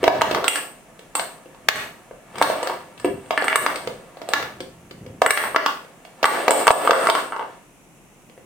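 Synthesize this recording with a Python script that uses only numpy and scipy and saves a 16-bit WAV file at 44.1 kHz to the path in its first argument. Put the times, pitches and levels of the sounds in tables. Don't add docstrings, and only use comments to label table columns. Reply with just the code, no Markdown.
import sys
import numpy as np
from scipy import signal
from scipy.io import wavfile

SR = 44100
rng = np.random.default_rng(int(sys.argv[2]) if len(sys.argv) > 2 else 0)


def dump(signal):
    limited = np.clip(np.atleast_2d(signal).T, -1, 1)
    pcm = np.round(limited * 32767).astype(np.int16)
    wavfile.write(sys.argv[1], SR, pcm)


def boost(x):
    u = np.asarray(x, float) / 20
    return 10 ** u


N = 372644

# frequency in Hz, relative level in dB, t60 in s.
WALL_MODES = [(176, -12, .07), (235, -9, .05), (300, -6, .05), (392, -1, .06), (490, -1, .04),
              (587, 0, .04), (666, 0, .04), (750, -1, .03), (930, -1, .025), (1080, -2, .02),
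              (1180, -1, .018), (1295, -1, .015), (1440, -1, .016), (1720, 1, .022), (1950, 1, .01),
              (2250, 0, .012), (2720, 1, .014), (3300, -3, .006), (4200, -7, .005)]
# frequency in Hz, relative level in dB, t60 in s.
COIN_MODES = [(7400, -4, .005), (8000, -4, .015), (8365, -11, .05), (8480, -8, .025), (8571, -13, .11),
              (8900, -2, .012), (9600, -2, .004), (14350, -1, .05), (14430, -1, .04), (14540, 0, .08),
              (14620, 0, .04)]
# frequency in Hz, t60 in s, left-right correlation from 0 to 1.
ROOM_BANDS = [(142, 0.6, 0.66), (373, 0.36, 0.86), (1060, 0.35, 0.46), (2750, 0.38, 0), (6480, 0.39, 0),
              (12600, 0.47, 0.6)]
LOW_COIN_MODES, COIN_SPLIT_HZ = 7, 11000


def rms_one(x):
    return x / np.sqrt(np.mean(x ** 2) + 1e-20)


def ring(clicks, hz, t60_s):
    radius = boost(-60 / (t60_s * SR))
    w = 2 * np.pi * hz / SR
    return signal.lfilter([0, np.sin(w)], [1, -2 * radius * np.cos(w), radius * radius], clicks + 1e-18)


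def near_hz(hz, centre_hz, width_octaves):
    return np.exp(-.5 * (np.log2(hz / centre_hz) / width_octaves) ** 2)


def by_hz(rows, column):
    rows = np.array(rows)
    return lambda hz: np.interp(np.log(hz), np.log(rows[:, 0]), rows[:, column])


def bands(length, level_db, likeness, t60_s=None):
    out = 0
    edges_hz = 22 * 2 ** np.arange(0, 9.6, .5)
    t = np.arange(length) / SR
    white = rng.standard_normal((2, 2, length))
    for k, (low_hz, high_hz) in enumerate(zip(edges_hz, edges_hz[1:])):
        band = signal.butter(2, [low_hz, high_hz], "band", fs=SR, output="sos")
        mid, side = signal.sosfilt(band, white[k % 2])
        hz = np.sqrt(low_hz * high_hz)
        alike = np.clip(likeness(hz), 0, 1)
        decay_db = 60 * t / t60_s(hz) if t60_s else 0
        stereo = np.sqrt(1 + alike) * mid + np.sqrt(1 - alike) * side * [[1], [-1]]
        out = out + boost(level_db(hz) - decay_db) * stereo
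    return out


def grains(per_s, spread_db):
    size_db = spread_db * np.minimum(rng.exponential(1, N), 5)
    sizes = boost(size_db) * rng.choice([-1, 1], N)
    return rms_one(sizes * (rng.random(N) < per_s / SR))


def papery(x):
    x = signal.sosfilt(signal.butter(2, 1500, "high", fs=SR, output="sos"), x)
    return rms_one(signal.lfilter(*signal.butter(2, 3400, fs=SR), x) + boost(-20) * x)


def swells(start_s, length_s, level_db, rise_db_s, fall_db_s):
    t = np.arange(0, N, 32)[None] / SR
    early_s = np.maximum(start_s[:, None] - t, 0)
    late_s = np.maximum(t - (start_s + length_s)[:, None], 0)
    gain = boost(level_db[:, None] - rise_db_s * early_s - fall_db_s * late_s).sum(axis=0)
    return np.interp(np.arange(N) / SR, t[0], gain)


def strike(at, heights, chatter):
    clicks = np.zeros((2, N + SR))
    lags, sizes, lean_db = chatter
    for lag, size in zip(lags.T, sizes.T):
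        lean = boost(np.outer([.5, -.5], lean_db))
        np.add.at(clicks, (slice(None), at + lag), size * heights * lean)
    return clicks[:, :N]


def knocks():
    # start in seconds, blow level in dB, centre in Hz of the wall modes struck,
    # crack level in dB re blow, low coin ring level in dB re blow.
    blows = [(0.028, -2.5, 382, -53, -32), (0.039, -5, 756, -7, -59), (0.077, 4.5, 750, -15.5, -61),
             (0.21, -8, 1700, -39.5, -26), (0.216, 0, 970, -9, -60), (0.31, -9, 554, -5.5, -28),
             (0.346, -8, 1080, -7, -41), (0.359, -13.5, 470, -13.5, -52), (0.382, -17, 600, -28, -48),
             (0.421, -38.5, 490, -22, -60.5), (0.441, -11, 1300, -5.5, -17), (0.479, -2.5, 2750, -5.5, -5),
             (0.556, -15.5, 1860, -2.5, -2.5), (0.991, -36.5, 538, 0, -13),
             (1.151, -11.5, 1010, -3.5, -0.5), (1.194, -13, 800, -2, -20), (1.545, -36.5, 900, -10, -40),
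             (1.456, -28.5, 422, -21, -51.5), (1.685, -1.5, 2200, 3, -42.5), (1.756, -6, 2080, -28, -21),
             (2.109, -26, 563, -30, -47), (2.381, -23, 960, -1.5, -11), (2.355, -29.5, 1210, -3, -14),
             (2.413, 0, 870, -32, -24), (2.423, -5, 1220, 2.5, -12.5), (2.498, -11, 710, -19, -33),
             (2.557, -25, 590, -38, -41), (2.628, -12.5, 710, -9.5, -16), (2.671, -21.5, 560, 3.5, -42),
             (2.696, -16, 920, -19, -24), (2.976, -41, 900, 5.5, -23.5), (2.997, -34, 1500, 0, -4),
             (3.044, -2.5, 370, -32, -27), (3.054, -11, 364, -18, -35), (3.257, -25, 318, -20.5, -37),
             (3.306, -6, 864, -12.5, -65), (3.375, -3.5, 1870, -23.5, -29.5), (3.411, -32, 651, -42, -1),
             (3.421, -13, 666, -13, -34), (3.441, -14.5, 1395, -14.5, -10.5), (3.48, -2, 1860, -19, -23.5),
             (3.497, -11.5, 1890, -16, -29.5), (3.527, -4.5, 1950, -32, -43), (3.556, 0, 1580, -11.5, -9.5),
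             (3.662, -5.5, 1390, -7.5, -52.5), (3.757, -23.5, 557, 2.5, -6.5), (3.872, -16.5, 510, -5, -48),
             (4.169, -29, 610, -9, -45), (4.215, -24.5, 579, -4.5, -30), (4.287, -18, 600, -9, -9.5),
             (4.334, -2, 1670, -4.5, -37), (4.425, -21.5, 1420, -1, -39), (4.603, -18, 420, -6, -25),
             (4.909, -25, 360, -5.5, -40), (5.062, -27, 392, -11, -42), (5.217, 3.5, 798, -16, -36),
             (5.261, 5, 1710, -23, -15.5), (5.298, -13, 816, -5.5, -28), (5.305, 6, 1740, -6.5, -9),
             (5.373, -1, 1760, -10, -34), (5.437, -11, 1110, -20, -48.5), (5.545, -12, 986, -33, -46),
             (5.56, 2, 1520, -13, -52), (5.66, -4.5, 1296, -6.5, -68.5), (5.845, -38, 577, -6.5, -39),
             (6.049, -37, 646, -1, -13.5), (6.228, -7.5, 774, -1.5, -47.5), (6.241, 4, 1580, -26.5, -29.5),
             (6.253, 0, 1170, -2, -13), (6.479, 2.5, 820, -8.5, -33), (6.491, -1.5, 646, -23, -23.5),
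             (6.506, 3, 970, -10, -7), (6.515, 0.5, 686, -11.5, -43.5), (6.668, -0.5, 1390, -21.5, -10.5),
             (6.677, 11, 950, -9, -40.5), (6.685, 5.5, 1200, -29.5, -18.5), (6.704, 16, 880, -18, -23.5),
             (6.711, 6, 1050, -5, -6), (6.848, -6.5, 626, -34.5, -21), (6.873, 0, 1160, -15, -38),
             (6.893, 2.5, 590, -22, -39.5), (6.907, 5, 1170, -3.5, -30), (6.916, 5.5, 650, -39, -26),
             (6.931, 5.5, 1350, -29, -23), (7.057, -15, 1170, -28.5, -28.5),
             (7.069, -4, 1330, -12.5, -29.5), (7.086, 0.5, 844, -32, -49), (7.098, -4, 1010, -4, -27),
             (7.15, -3.5, 1150, -10.5, -26), (7.321, -16.5, 1240, -33, -68),
             (7.33, -19.5, 1120, -32.5, -65), (7.362, -17, 1050, -18.5, -58), (7.393, -13, 990, -21.5, -70),
             (7.408, -19, 920, -35, -60), (7.424, -20.5, 960, -41, -50), (8.296, -43, 480, -3, -22),
             (8.375, -29.5, 402, -27, -38)]
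    walls_db, skirt_db, focus_octaves = -5.5, -17.0, .23
    spread_db, lean_db = 2.5, 2.0
    chatter_s, chatter_db, tick_db = .0025, -8.0, -22.0
    contact_hz, crack_s = 4500, .0016
    start_s, blow_db, centre_hz, crack_db, low_db = np.transpose(blows)
    high_db = .75 * low_db - 22.5
    at = (start_s * SR).astype(int)
    count = len(at)
    luck = rng.standard_normal((count, 2, len(WALL_MODES) + len(COIN_MODES) + 1))

    gaps = rng.uniform(0.51, 1.5, (count, 4)) * [0, 0, 1, 1] + [0.0, 0.71, 0.0037, 0.037]
    lags = (np.cumsum(gaps, axis=1) * chatter_s * SR).astype(int)
    sizes = boost([tick_db, 0, chatter_db, 2 * chatter_db])[None] * np.ones((count, 1))

    out = np.zeros((2, N))
    for k, (hz, level_db, t60_s) in enumerate(WALL_MODES):
        near = near_hz(hz, centre_hz, focus_octaves) + (-1) ** k * boost(skirt_db)
        heights = near * boost(blow_db + level_db + walls_db + spread_db * luck[:, 0, k])
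        out += ring(strike(at, heights, (lags, sizes, lean_db * luck[:, 1, k])), hz, t60_s)
    out = signal.lfilter(*signal.butter(2, contact_hz, fs=SR), out)

    for k, (hz, level_db, t60_s) in enumerate(COIN_MODES):
        metal_db = low_db if hz < COIN_SPLIT_HZ else high_db
        heights = boost(blow_db + metal_db + level_db + spread_db * luck[:, 0, -1 - k])
        clicks = strike(at, heights, (lags, sizes, 2 * lean_db * luck[:, 1, -1 - k]))
        out += (-1) ** k * ring(clicks, hz, t60_s)

    crack_lean_db = lean_db * luck[:, 1, len(WALL_MODES)]
    clicks = strike(at, boost(blow_db + crack_db), (lags, sizes, crack_lean_db))
    envelope = signal.lfilter([1], [1, -np.exp(-1 / (crack_s * SR))], clicks + 1e-18)
    return out + envelope * papery(rng.standard_normal((2, N)))


def rolling():
    # start in seconds, length in seconds, wall level in dB,
    # low coin ring level in dB, high coin ring level in dB.
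    runs = [(0.038, 0.5, -34.5, -65, -80), (1.218, 0.027, -44, -61, -82), (1.742, 0.075, -44, -62, -82),
            (2.388, 0.31, -33.5, -55, -76), (2.998, 0.36, -62, -65, -82), (3.42, .32, -36, -57, -75),
            (3.818, 0.025, -51.5, -56, -78), (4.332, 0.066, -34, -65.5, -76), (5.38, 0.07, -36.5, -53, -68),
            (5.528, 0.24, -51, -65.5, -83), (6.302, 0.11, -27.5, -44.5, -59),
            (6.548, 0.045, -27.5, -40, -55.5), (6.748, 0.092, -21, -39.5, -53),
            (6.938, 0.024, -29.5, -34, -64.5), (7.058, 0.075, -29, -38, -60.5), (7.2, .06, -44, -60.5, -74),
            (7.4, 0.13, -50, -74, -84)]
    # time in seconds, wall level in dB.
    rustle = [(0, -56), (1.5, -56.5), (2.2, -57), (4.0, -51), (4.8, -58.5), (6.1, -55.5), (7.5, -73.5),
              (7.7, -84), (8.45, -83.5)]
    rise_db_s, fall_db_s = 258.5, 145
    rustle_coin_db, scuff_db, spread_db = -19, -12.5, 3.5
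    centre_hz, width_octaves = 760, 1.4
    start_s, length_s, wall_db, low_db, high_db = np.transpose(runs)
    rustle_s, rustle_db = np.transpose(rustle)
    rustle_gain = boost(np.interp(np.arange(N) / SR, rustle_s, rustle_db))
    wall_gain = rustle_gain + swells(start_s, length_s, wall_db, rise_db_s, fall_db_s)
    low_gain = rustle_gain * boost(rustle_coin_db) + swells(start_s, length_s, low_db, rise_db_s, fall_db_s)
    high_gain = swells(start_s, length_s, high_db, rise_db_s, fall_db_s)

    walls = 0
    for hz, level_db, t60_s in WALL_MODES:
        near = near_hz(hz, centre_hz, width_octaves)
        walls = walls + near * boost(level_db) * ring(grains(500, spread_db), hz, t60_s)
    coin = [boost(level_db) * ring(grains(300, spread_db), hz, t60_s) for hz, level_db, t60_s in COIN_MODES]
    scuff = papery(grains(6000, spread_db))
    card = wall_gain * (rms_one(walls) + boost(scuff_db) * scuff)
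    low_ring = low_gain * rms_one(sum(coin[:LOW_COIN_MODES]))
    high_ring = high_gain * rms_one(sum(coin[LOW_COIN_MODES:]))
    return card + low_ring + high_ring


def hands():
    # start in seconds, length in seconds, rumble level in dB.
    grips = [(0.046, .3, -39), (1.73, .03, -39.5), (2.42, .03, -40), (2.68, .14, -58), (3.097, .04, -38),
             (3.596, .04, -49), (3.867, .08, -47.5), (4.356, .3, -49.5), (4.795, .2, -51), (5.06, .04, -40),
             (5.224, .02, -58), (5.44, .05, -49.5), (6.443, .22, -78), (6.894, .05, -59), (8.328, .15, -66)]
    hold_db, rise_db_s, fall_db_s = -65.5, 168.5, 123.5
    band = signal.butter(2, [85, 260], "band", fs=SR, output="sos")
    lumps = signal.sosfilt(band, grains(per_s=320.0, spread_db=1.5))
    gain = boost(hold_db) + swells(*np.transpose(grips), rise_db_s, fall_db_s)
    return gain * rms_one(lumps)


def room(x):
    room_db, rise_s = -32, 0.001
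    length = SR * 3 // 4
    echoes = bands(length, lambda hz: 0, by_hz(ROOM_BANDS, 2), by_hz(ROOM_BANDS, 1))
    echoes *= 1 - np.exp(-(np.arange(length) / SR / rise_s) ** 2)
    return boost(room_db) * signal.fftconvolve(x[None], echoes, axes=1)[:, :N]


def air():
    # frequency in Hz, relative noise density in dB.
    spectrum = [(21, -41), (36, -2.5), (70, -24.5), (158, -2), (277, -7), (396, -9), (1070, -14.5),
                (1530, -21), (2680, -16.5), (4820, -43.5), (7000, -20), (9360, -25), (14500, -35.5),
                (17500, -60)]
    air_db = -51.5
    return boost(air_db) * rms_one(bands(N, by_hz(spectrum, 1), by_hz(ROOM_BANDS, 2)))


def scene():
    bass_cut = signal.butter(3, 271, "high", fs=SR, output="sos")
    box = signal.sosfilt(bass_cut, knocks() + rolling())
    return box + room(box.mean(axis=0)) + hands() + air()


def roll_off(x):
    return signal.sosfilt(signal.butter(12, 16410, fs=SR, output="sos"), x)


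def record(dry):
    ceiling_db, release_db_s, attack_s = -4.5, 128.5, 0.0089
    peak_db = 20 * np.log10(np.abs(dry).max(axis=0) + 1e-9)
    over_db = np.maximum(peak_db - ceiling_db, 0)
    release_db = release_db_s * np.arange(N) / SR
    held_db = np.maximum.accumulate(over_db + release_db) - release_db
    pole = np.exp(-1 / (attack_s * SR))
    cut_db = signal.lfilter([1 - pole], [1, -pole], held_db)
    mix = np.clip(dry * boost(-cut_db), -1, 1)
    return roll_off(mix)


dry = scene()
out = record(dry)
dump(out)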